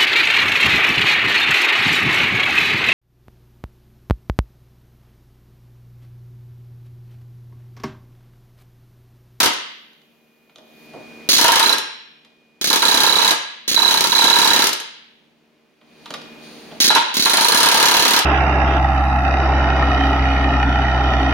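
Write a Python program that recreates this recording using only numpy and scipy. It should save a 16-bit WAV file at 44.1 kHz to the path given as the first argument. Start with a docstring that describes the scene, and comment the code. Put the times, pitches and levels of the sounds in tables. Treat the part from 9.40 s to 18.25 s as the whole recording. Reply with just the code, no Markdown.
"""Air hammer in a garage

An air hammer drives a worn bushing out of a steel control arm held in a vice, in runs of about 33 blows
a second. Each impact cracks, excites the modes of the chisel and, once the chisel bites, of the arm; a
puff of exhaust follows. Hard walls reverberate. Between runs the chisel is set back on the steel, and
after a second of quiet the camera's gain control lifts the hum of the shop and a thin whistle."""
import sys
import numpy as np
from scipy import signal
from scipy.fft import rfft, irfft, next_fast_len
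from scipy.io import wavfile
from scipy.ndimage import uniform_filter1d, minimum_filter1d, map_coordinates

SR = 44100
rng = np.random.default_rng(int(sys.argv[2]) if len(sys.argv) > 2 else 0)


def persist_wave(psi):
    """Save psi, clipped to +-1, as 16-bit WAV."""
    counts = np.round(np.clip(psi, -1, 1) * 32767).astype(np.int16)
    wavfile.write(sys.argv[1], SR, np.atleast_2d(counts).T)


N = 390285
TIME = np.arange(N) / SR
AGE = np.arange(SR // 6) / SR  # seconds since a blow


# Volleys of blows. Each row: first and last blow in seconds, blows per second, share by which the stroke
# lengthens, force in dB, bite from 0 (running free) to 1 (hard on the steel), first and last ring in dB.
VOLLEYS = [(0.002, 0.058, 35, 0, -13.5, .88, -25, -25), (1.889, 1.965, 29, -.3, -13.5, 0, -20, -20),
           (1.981, 2.012, 27, 0, -14.5, 0.8, -34.5, -35), (2.041, 2.194, 26, -.06, -16, .98, -24, -27),
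           (2.227, 2.326, 30, 0, -18, .92, -13, -12), (3.212, 3.272, 32, 0, -21, .2, -31, -36),
           (3.301, 3.358, 33, 0, -17.5, .83, -17, -20), (3.391, 3.391, 33, 0, -21, .1, -36, -36),
           (3.421, 3.907, 33, 0, -16.8, .86, -13, -9), (4.278, 4.343, 30, -.3, -21.5, 0.03, -26.5, -28),
           (4.363, 4.64, 31, .24, -18, .87, -7, -17), (4.695, 4.67, 33, 0, -21, .15, -29, -29),
           (4.720, 4.84, 33, 0, -16, .83, -8.5, -9), (4.783, 5.22, 35, 0, -16.5, .87, -7, -15.5),
           (5.240, 5.269, 35, 0, -18, .55, -31, -34), (7.402, 7.476, 28, -.3, -15.2, 0.05, -24, -29),
           (7.494, 7.55, 25, .7, -14, 0.99, -1, -11), (7.740, 7.85, 32, 0, -21, 0.01, -32, -23),
           (7.857, 8.12, 28, -.04, -16.3, .9, -13, -14), (8.145, 8.79, 35, -.02, -15.6, .88, -17, -15)]
# Kicks of the piston after the trigger is let go. Each row: time in seconds, force in dB.
AFTER_KICKS = [(0.134, -32.5), (2.382, -27.5), (5.291, -20), (5.330, -22), (5.400, -31)]
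# Standard deviations from blow to blow, in dB: crack, chisel ring, clang, exhaust.
SCATTER_DB = [1.5, 2.5, 1.2, 1.3]

def piston():
    """A nearly periodic impact train. Each row: time in seconds, then crack, ring, clang, air in dB."""
    kicks = [(s, db, db - 14, db - 16, db - 23) for s, db in AFTER_KICKS]
    blows = np.vstack([volley(*row) for row in VOLLEYS] + kicks)
    blows = blows[np.argsort(blows[:, 0])]
    valve_shut = np.diff(blows[:, 0], append=N / SR) > .052  # less air escapes before a pause
    blows[:, -1] -= 11 * valve_shut
    jitter_s = .0004
    return blows + rng.standard_normal(blows.shape) * [jitter_s, *SCATTER_DB]


def volley(first, last, rate, slowing, force_db, bite, ring_first_db, ring_last_db):
    """Mechanical coupling: the harder the chisel bites, the more the arm clangs and the less air escapes."""
    progress = np.linspace(0, 1, 1 + round(abs(last - first) * rate))
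    times = first + (last - first) * (progress + slowing * progress * (progress - 1) / 2)
    from_rest = (progress == 0) * (1 - bite)  # a free piston's first stroke is weaker
    crack_db = force_db - 6 * from_rest
    ring_db = ring_first_db + (ring_last_db - ring_first_db) * progress
    clang_db = force_db - 30 + 29 * bite
    air_db = force_db + 1 - 7.8 * bite - 3 * from_rest
    return np.column_stack(np.broadcast_arrays(times, crack_db, ring_db, clang_db, air_db))


# Spectrum of the impact. Each row: frequency in Hz, relative density in dB.
CRACK_SPECTRUM = [(100, -31.5), (300, 5.5), (800, -10), (1600, -3), (2500, -3.5), (4200, 0.5), (6500, -2),
                  (7800, -9.5), (9600, -7), (11000, -9), (13000, -6), (16000, -23)]
# Shank note, freed when the chisel sits askew. Each row: time in seconds, relative level in dB.
SHRILL_LEVEL = [(0, -21), (2.2, -2.5), (5.3, -14), (7.75, -10), (7.95, 4), (8.45, -3.5), (8.8, -10)]

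def cracks(blows):
    """Brief contact gives a broad spectrum: the piston hits the shank and taps again on the rebound."""
    times, db = blows.T[:2]
    strike = place(times, db + 10, bursts(CRACK_SPECTRUM, times) * fade(attack=.00055, t60=.033))
    rebound = place(times + .018, db - 9.5, bursts(CRACK_SPECTRUM, times) * fade(attack=.0005, t60=.014))
    shrill_hz = 9700 * (1 + .012 * rng.standard_normal((len(times), 1)))
    shrill = np.sin(2 * np.pi * shrill_hz * AGE) * fade(attack=.0019, t60=.048)
    return strike + rebound + place(times, db + curve(SHRILL_LEVEL, times) + 3.5, shrill)


# The chisel's main note, higher when pressed in deep. Each row: time in seconds, frequency in Hz.
CHISEL_PITCH = [(0, 3890), (2.3, 4010), (3.4, 3965), (5.2, 3961), (7.5, 3952), (8.0, 4080), (8.8, 4082)]
# The note is choked sooner as the tip sinks in. Each row: time in seconds, lifetime in seconds.
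CHISEL_LIFE = [(2.3, .007), (5.2, .0075), (7.5, .007), (8.05, .006), (8.3, .004), (8.85, .004)]
# Modes of the chisel. Each row: multiple of the main note, relative level in dB.
CHISEL_MODES = [(1, 2), (2.44, -23), (3.24, -30.5)]

def chisel(blows):
    """Longitudinal vibration of a bar: each blow starts it, and contact with the bushing damps it."""
    times, _, db = blows.T[:3]
    detune, grip = rng.standard_normal((len(times), 2)).T[:, :, None]
    hz = curve(CHISEL_PITCH, times)[:, None] * (1 + .007 * detune)
    life_s = curve(CHISEL_LIFE, times)[:, None] * np.exp(.15 * grip)
    envelope = np.exp(-(AGE / life_s) ** 3) * (1 - np.exp(-AGE / .0008))
    ring = sum(amp(level) * np.sin(2 * np.pi * ratio * hz * AGE) for ratio, level in CHISEL_MODES)
    return place(times, db + 7.7, ring * envelope)


# Modes of arm and vice. Each row: frequency in Hz, relative level in dB, 60 dB decay time in seconds.
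ARM_MODES = [(466, -9.5, .05), (650, -15.5, 0.016), (857, -5.5, .05), (921.3, -0.5, .07), (1007, -4, 0.084),
             (1123, -13, 0.062), (1238, -13.5, .05), (1402, -4, 0.032), (1623, -3.5, 0.045),
             (1739, -7, 0.06)]
# How freely the arm rings in the vice. Each row: time in seconds, gain in dB.
ARM_FREEDOM = [(0, -15.5), (2.1, -1), (8.0, 0.5), (8.8, -3)]
# Spectrum of chattering steel. Each row: frequency in Hz, relative density in dB.
CLATTER_SPECTRUM = [(40, -45), (110, -24.5), (200, -14), (480, -6), (700, -3), (950, 1.5), (1700, -3),
                    (2200, -5.5), (3300, -1.5), (6000, -23.5), (12000, -33)]

def control_arm(blows):
    """Damped modal vibration: the arm's clang and chatter are heard a few milliseconds after each blow."""
    times, _, _, db = blows.T[:4]
    clang = 0
    for k, (hz, level, t60) in enumerate(ARM_MODES):
        strength, detune = rng.standard_normal((len(times), 2)).T[:, :, None]
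        mode = (-1) ** k * np.sin(2 * np.pi * hz * (1 + .014 * detune) * AGE)
        clang = clang + amp(level + 2.22 * strength) * fade(.0011, t60) * mode
    chatter = bursts(CLATTER_SPECTRUM, times) * fade(attack=.0017, t60=.074)
    lag_s = .008 + .002015 * rng.standard_normal(len(times))
    clang_db = db + curve(ARM_FREEDOM, times) + 5
    return place(times + lag_s, clang_db, clang) + place(times + .003, db + 7.5, chatter)


# Spectra of the exhaust's hiss, thump and shriek. Each row: frequency in Hz, relative density in dB.
HISS_SPECTRUM = [(40, -61.5), (130, -18), (260, -9.5), (450, -15), (900, -18.5), (1400, -12), (2600, -6),
                 (4200, 5.5), (5300, -3), (6600, -0.5), (7700, -19.5), (9400, -13), (12000, -9.5),
                 (16000, -8.5)]
THUMP_SPECTRUM = [(40, -46), (90, -23), (170, -1), (260, 6.5), (400, -5), (700, -18.5), (2000, -44.5)]
JET_SPECTRUM = [(1500, -32.5), (2800, -13.5), (3400, -8.5), (4300, 1.5), (5500, -2.5), (6500, -2),
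                (7500, -23), (12000, -23)]

def exhaust(blows):
    """Pulsed jet noise: the ports open with a thump on the return stroke and hiss until they close."""
    times, _, _, _, db = blows.T
    gap_s = np.diff(times, append=np.inf)
    stroke_s = np.where(gap_s < .05, gap_s, .03)[:, None]
    port_open = np.clip(AGE / .003, 0, 1) * np.clip((stroke_s - .004 - AGE) / .003, 0, 1)
    hiss = bursts(HISS_SPECTRUM, times) * port_open
    thump = bursts(THUMP_SPECTRUM, times) * fade(attack=.0025, t60=.029)
    jet = bursts(JET_SPECTRUM, times) * port_open
    jet_db = np.minimum(2 * db + 13, -16)  # grows faster than the flow, so a free piston shrieks
    return place(times, db + 3, hiss) + place(times, db + .5, thump) + place(times, jet_db, jet)


def loose_steel():
    """Free vibration: loose steel sings on after the second run and fades unevenly."""
    age = np.maximum(TIME - 2.293, 0)
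    flutter = amp(4 * wobble(40))
    return amp(-35) * flutter * np.sin(2 * np.pi * 5453 * age) * fade(attack=.003, t60=.7, t=age)


# The tool is set on the work. Each row: time in seconds, relative levels of click, clank, knock in dB.
TAPS = [(0.532, -57, -75, -78), (0.616, -58, -75, -78), (1.095, -64, -54, -67), (1.158, -43, -55, -48),
        (1.183, -48, -49, -49), (1.535, -63, -65, -45), (2.848, -49.5, -54, -57), (6.412, -71, -52, -59),
        (6.658, -50, -46.5, -65), (6.705, -42.5, -45, -46), (6.739, -41, -40, -56),
        (6.816, -55.5, -62, -65), (7.314, -75, -58, -54)]
# Spectra of the click and the knock. Each row: frequency in Hz, relative density in dB.
CLICK_SPECTRUM = [(200, -28.5), (1000, -0.5), (2200, -4), (3700, 5.5), (5200, -4.5), (6500, -5),
                  (8000, -20.5), (10000, -12.5), (16000, -31)]
KNOCK_SPECTRUM = [(50, -37.5), (170, -5), (350, -3), (650, -0.5), (1100, -17.5), (2000, -25), (6000, -48)]

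def taps():
    """Light contacts excite short transients: a steel click, a clank and a dull knock of the arm."""
    times, click_db, clank_db, knock_db = np.transpose(TAPS)
    click = place(times, click_db + 6.5, bursts(CLICK_SPECTRUM, times) * fade(attack=.0004, t60=.022))
    clank = place(times, clank_db + 2.5, bursts(CLATTER_SPECTRUM, times) * fade(attack=.001, t60=.06))
    knock = place(times, knock_db - 2.5, bursts(KNOCK_SPECTRUM, times) * fade(attack=.0023, t60=.35))
    return click + clank + knock


# A thin whistle. Each row: time in seconds, level in dB.
WHISTLE_LEVEL = [(0.6, -71), (1.0, -66), (1.7, -62.5), (3.2, -63.5), (5.9, -78), (6.87, -66.5), (7.08, -68),
                 (7.16, -79)]

def whistle():
    """Random modulation of phase and amplitude makes two faint, high tones waver."""
    upper = np.sin(2 * np.pi * 2450 * TIME + .35 * wobble(24))
    lower = amp(-16) * np.sin(2 * np.pi * 2256 * TIME + .4 * wobble(14))
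    return (upper + lower) * np.sqrt(2) * amp(curve(WHISTLE_LEVEL) + 1.6 * wobble(16))


# Seeping air, and a finer fizz before the second run. Each row: time in seconds, level in dB.
SEEP_LEVEL = [(1.1, -77), (1.45, -70), (1.9, -77), (6.3, -77), (6.7, -65.5), (6.98, -79), (7.04, -63.5),
              (7.4, -69)]
FIZZ_LEVEL = [(1.45, -70.5), (1.56, -92)]
# Their spectra. Each row: frequency in Hz, relative density in dB.
SEEP_SPECTRUM = [(500, -26.5), (2500, -11), (4500, 1.5), (5600, -12.5), (6700, -7.5), (7700, -32),
                 (9300, -6.5), (11000, -29.5), (16000, -23.5)]
FIZZ_SPECTRUM = [(5000, -26), (6500, -2.5), (8000, -18), (12000, 2), (15000, -2.5), (16000, -8.5)]

def leaks():
    """Flow noise: air leaking from the tool hisses faintly."""
    seep = amp(curve(SEEP_LEVEL)) * noise(SEEP_SPECTRUM, 2, N)
    fizz = amp(curve(FIZZ_LEVEL)) * noise(FIZZ_SPECTRUM, 2, N)
    return seep + fizz


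# Spectrum of the ventilation. Each row: frequency in Hz, relative density in dB.
VENT_SPECTRUM = [(30, -19), (80, -16), (120, -19.5), (160, -6.5), (230, -3), (400, -8), (700, -11),
                 (1300, -17.5), (2600, -15.5), (4300, -23.5), (6500, -29.5), (8000, -37.5), (12000, -36.5),
                 (16000, -37)]
# Partials of a shop motor. Each row: frequency in Hz, relative level in dB.
MOTOR_PARTIALS = [(153, -15.5), (230, -6), (306, -12), (382, -11), (458, -14), (609, -17.5)]

def shop():
    """A line spectrum over a continuous one: a motor hums above steady ventilation noise."""
    left, right, common = noise(VENT_SPECTRUM, 3, N)
    ventilation = .75 * (np.array([left, right]) + common)
    hum = 0
    for hz, db in MOTOR_PARTIALS:
        amplitude = np.sqrt(2) * amp(db + 2 * wobble(6))
        hum += amplitude * np.sin(2 * np.pi * hz * TIME + .6 * wobble(8))
    return amp(-61.5) * (ventilation + hum)


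# Reverberation of the garage. Each row: frequency in Hz, 60 dB decay time in seconds.
GARAGE_DECAY = [(80, 0.28), (300, .55), (1000, 0.62), (2000, 0.82), (3200, 0.9), (4200, 0.74), (6000, 0.53),
                (9000, 0.43), (15000, 0.1)]

def garage(x, wet_db, pan_db, lead_ms):
    """Direct and diffuse fields: sound reaches the left microphone first, then the walls return a tail."""
    hz, t, spectra = signal.stft(rng.standard_normal((2, SR)), SR, nperseg=256)
    decay = amp(-60 * t / along(GARAGE_DECAY, hz)[:, None])
    tail = signal.istft(spectra * decay, SR, nperseg=256)[1]
    age = np.arange(tail.shape[1]) / SR
    early_cluster = 1 + 1.3 * np.exp(-age / .02)  # from bench, floor and cabinet
    tail *= np.clip((age - .002) / .006, 0, 1) * early_cluster / np.sqrt(SR * .09)
    wet = signal.fftconvolve(np.atleast_2d(x), tail, axes=1)[:, :N]
    sides = np.array([[1], [-1]])
    direct = filtered(x, lambda f: np.exp(1j * np.pi * f * sides * lead_ms / 1000))
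    return direct * unit(amp(sides * pan_db / 2)) + amp(wet_db) * wet


def amp(db):
    """Decibels to amplitude ratio."""
    return 10 ** (np.asarray(db) / 20)


def unit(x):
    """Normalisation to rms 1."""
    return x / np.sqrt(np.mean(x ** 2) + 1e-20)


def along(points, hz):
    """Interpolation of (Hz, value) rows on a logarithmic frequency axis."""
    frequencies, values = np.transpose(points)
    return np.interp(np.log(hz + 1), np.log(frequencies), values)


def curve(rows, t=TIME):
    """Linear interpolation of (seconds, value) rows."""
    return np.interp(t, *np.transpose(rows))


def wobble(rate):
    """A spline through random knots, rate of them a second."""
    return map_coordinates(rng.standard_normal(int(N * rate / SR) + 4), [TIME * rate / SR])


def filtered(x, response):
    """Linear filtering: the spectrum is multiplied by a complex frequency response."""
    size = x.shape[-1]
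    padded = next_fast_len(size + 2048)
    return irfft(rfft(x, padded) * response(np.fft.rfftfreq(padded, 1 / SR)), padded)[..., :size]


def noise(spectrum, count, size):
    """Rows of spectrally shaped noise of rms 1."""
    return unit(filtered(rng.standard_normal((count, size)), lambda hz: amp(along(spectrum, hz))))


def bursts(spectrum, times):
    """A short, independent row of noise for each event."""
    return noise(spectrum, len(times), len(AGE))


def fade(attack, t60, t=AGE):
    """A quick rise and an exponential decay of 60 dB in t60 seconds."""
    return (1 - np.exp(-t / attack)) * amp(-60 * t / t60)


def place(times, db, sounds):
    """Superposition of one row of sound at each time and level."""
    index = np.round(np.maximum(times, 0) * SR).astype(int)[:, None] + np.arange(sounds.shape[-1])
    return np.bincount(index.ravel(), (amp(db)[:, None] * sounds).ravel(), N)[:N]


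def scene():
    """Sound pressures add: tool and work, each placed in the room, over the background of the shop."""
    blows = piston()
    # the crack scatters off hands and steel and reaches each microphone differently
    tool = garage(np.array([cracks(blows), cracks(blows)]), wet_db=-2.5, pan_db=2.2, lead_ms=.1)
    tool += garage(exhaust(blows), wet_db=-5.5, pan_db=-3.8, lead_ms=.11)
    tool += garage(chisel(blows), wet_db=-11, pan_db=-38, lead_ms=.063)
    work = amp(-.5) * garage(control_arm(blows), wet_db=2, pan_db=-.5, lead_ms=.094)
    work += garage(taps(), wet_db=-2.5, pan_db=-2, lead_ms=.02) + loose_steel()
    return tool + work + shop() + whistle() + leaks()


def gain_control(x, loud_db=-25.5, hold_s=1.04, recover_s=.25, max_lift_db=18.5):
    """Automatic gain control: the gain drops at once on a loud sound, waits, then creeps back up."""
    power = uniform_filter1d(np.mean(x ** 2, axis=0), size=441)
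    last_loud_s = np.maximum.accumulate(np.where(power > amp(loud_db) ** 2, TIME, 0))
    rising_s = np.maximum(TIME - last_loud_s - hold_s, 0)
    lift_db = max_lift_db * (1 - np.exp(-rising_s / recover_s))
    return x * amp(uniform_filter1d(lift_db, size=221))


def limiter(x, top_db):
    """Peak limiting: the gain ducks for a few milliseconds around each peak above top_db."""
    safe_gain = np.minimum(1, amp(top_db) / (np.abs(x).max(axis=0) + 1e-9))
    return x * uniform_filter1d(minimum_filter1d(safe_gain, size=161), size=121)


def record(dry):
    """Band limiting and compression: the camera thins the bass, rides its gain and cuts the top treble."""
    bass_hz, top_hz = 50, 16050
    thinned = filtered(dry, lambda hz: 1j * hz / (1j * hz + bass_hz))
    held = limiter(gain_control(thinned), top_db=-.5)
    return filtered(held, lambda hz: np.clip((top_hz - hz) / 300 + .5, 0, 1))


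dry = scene()
out = record(dry)
persist_wave(out)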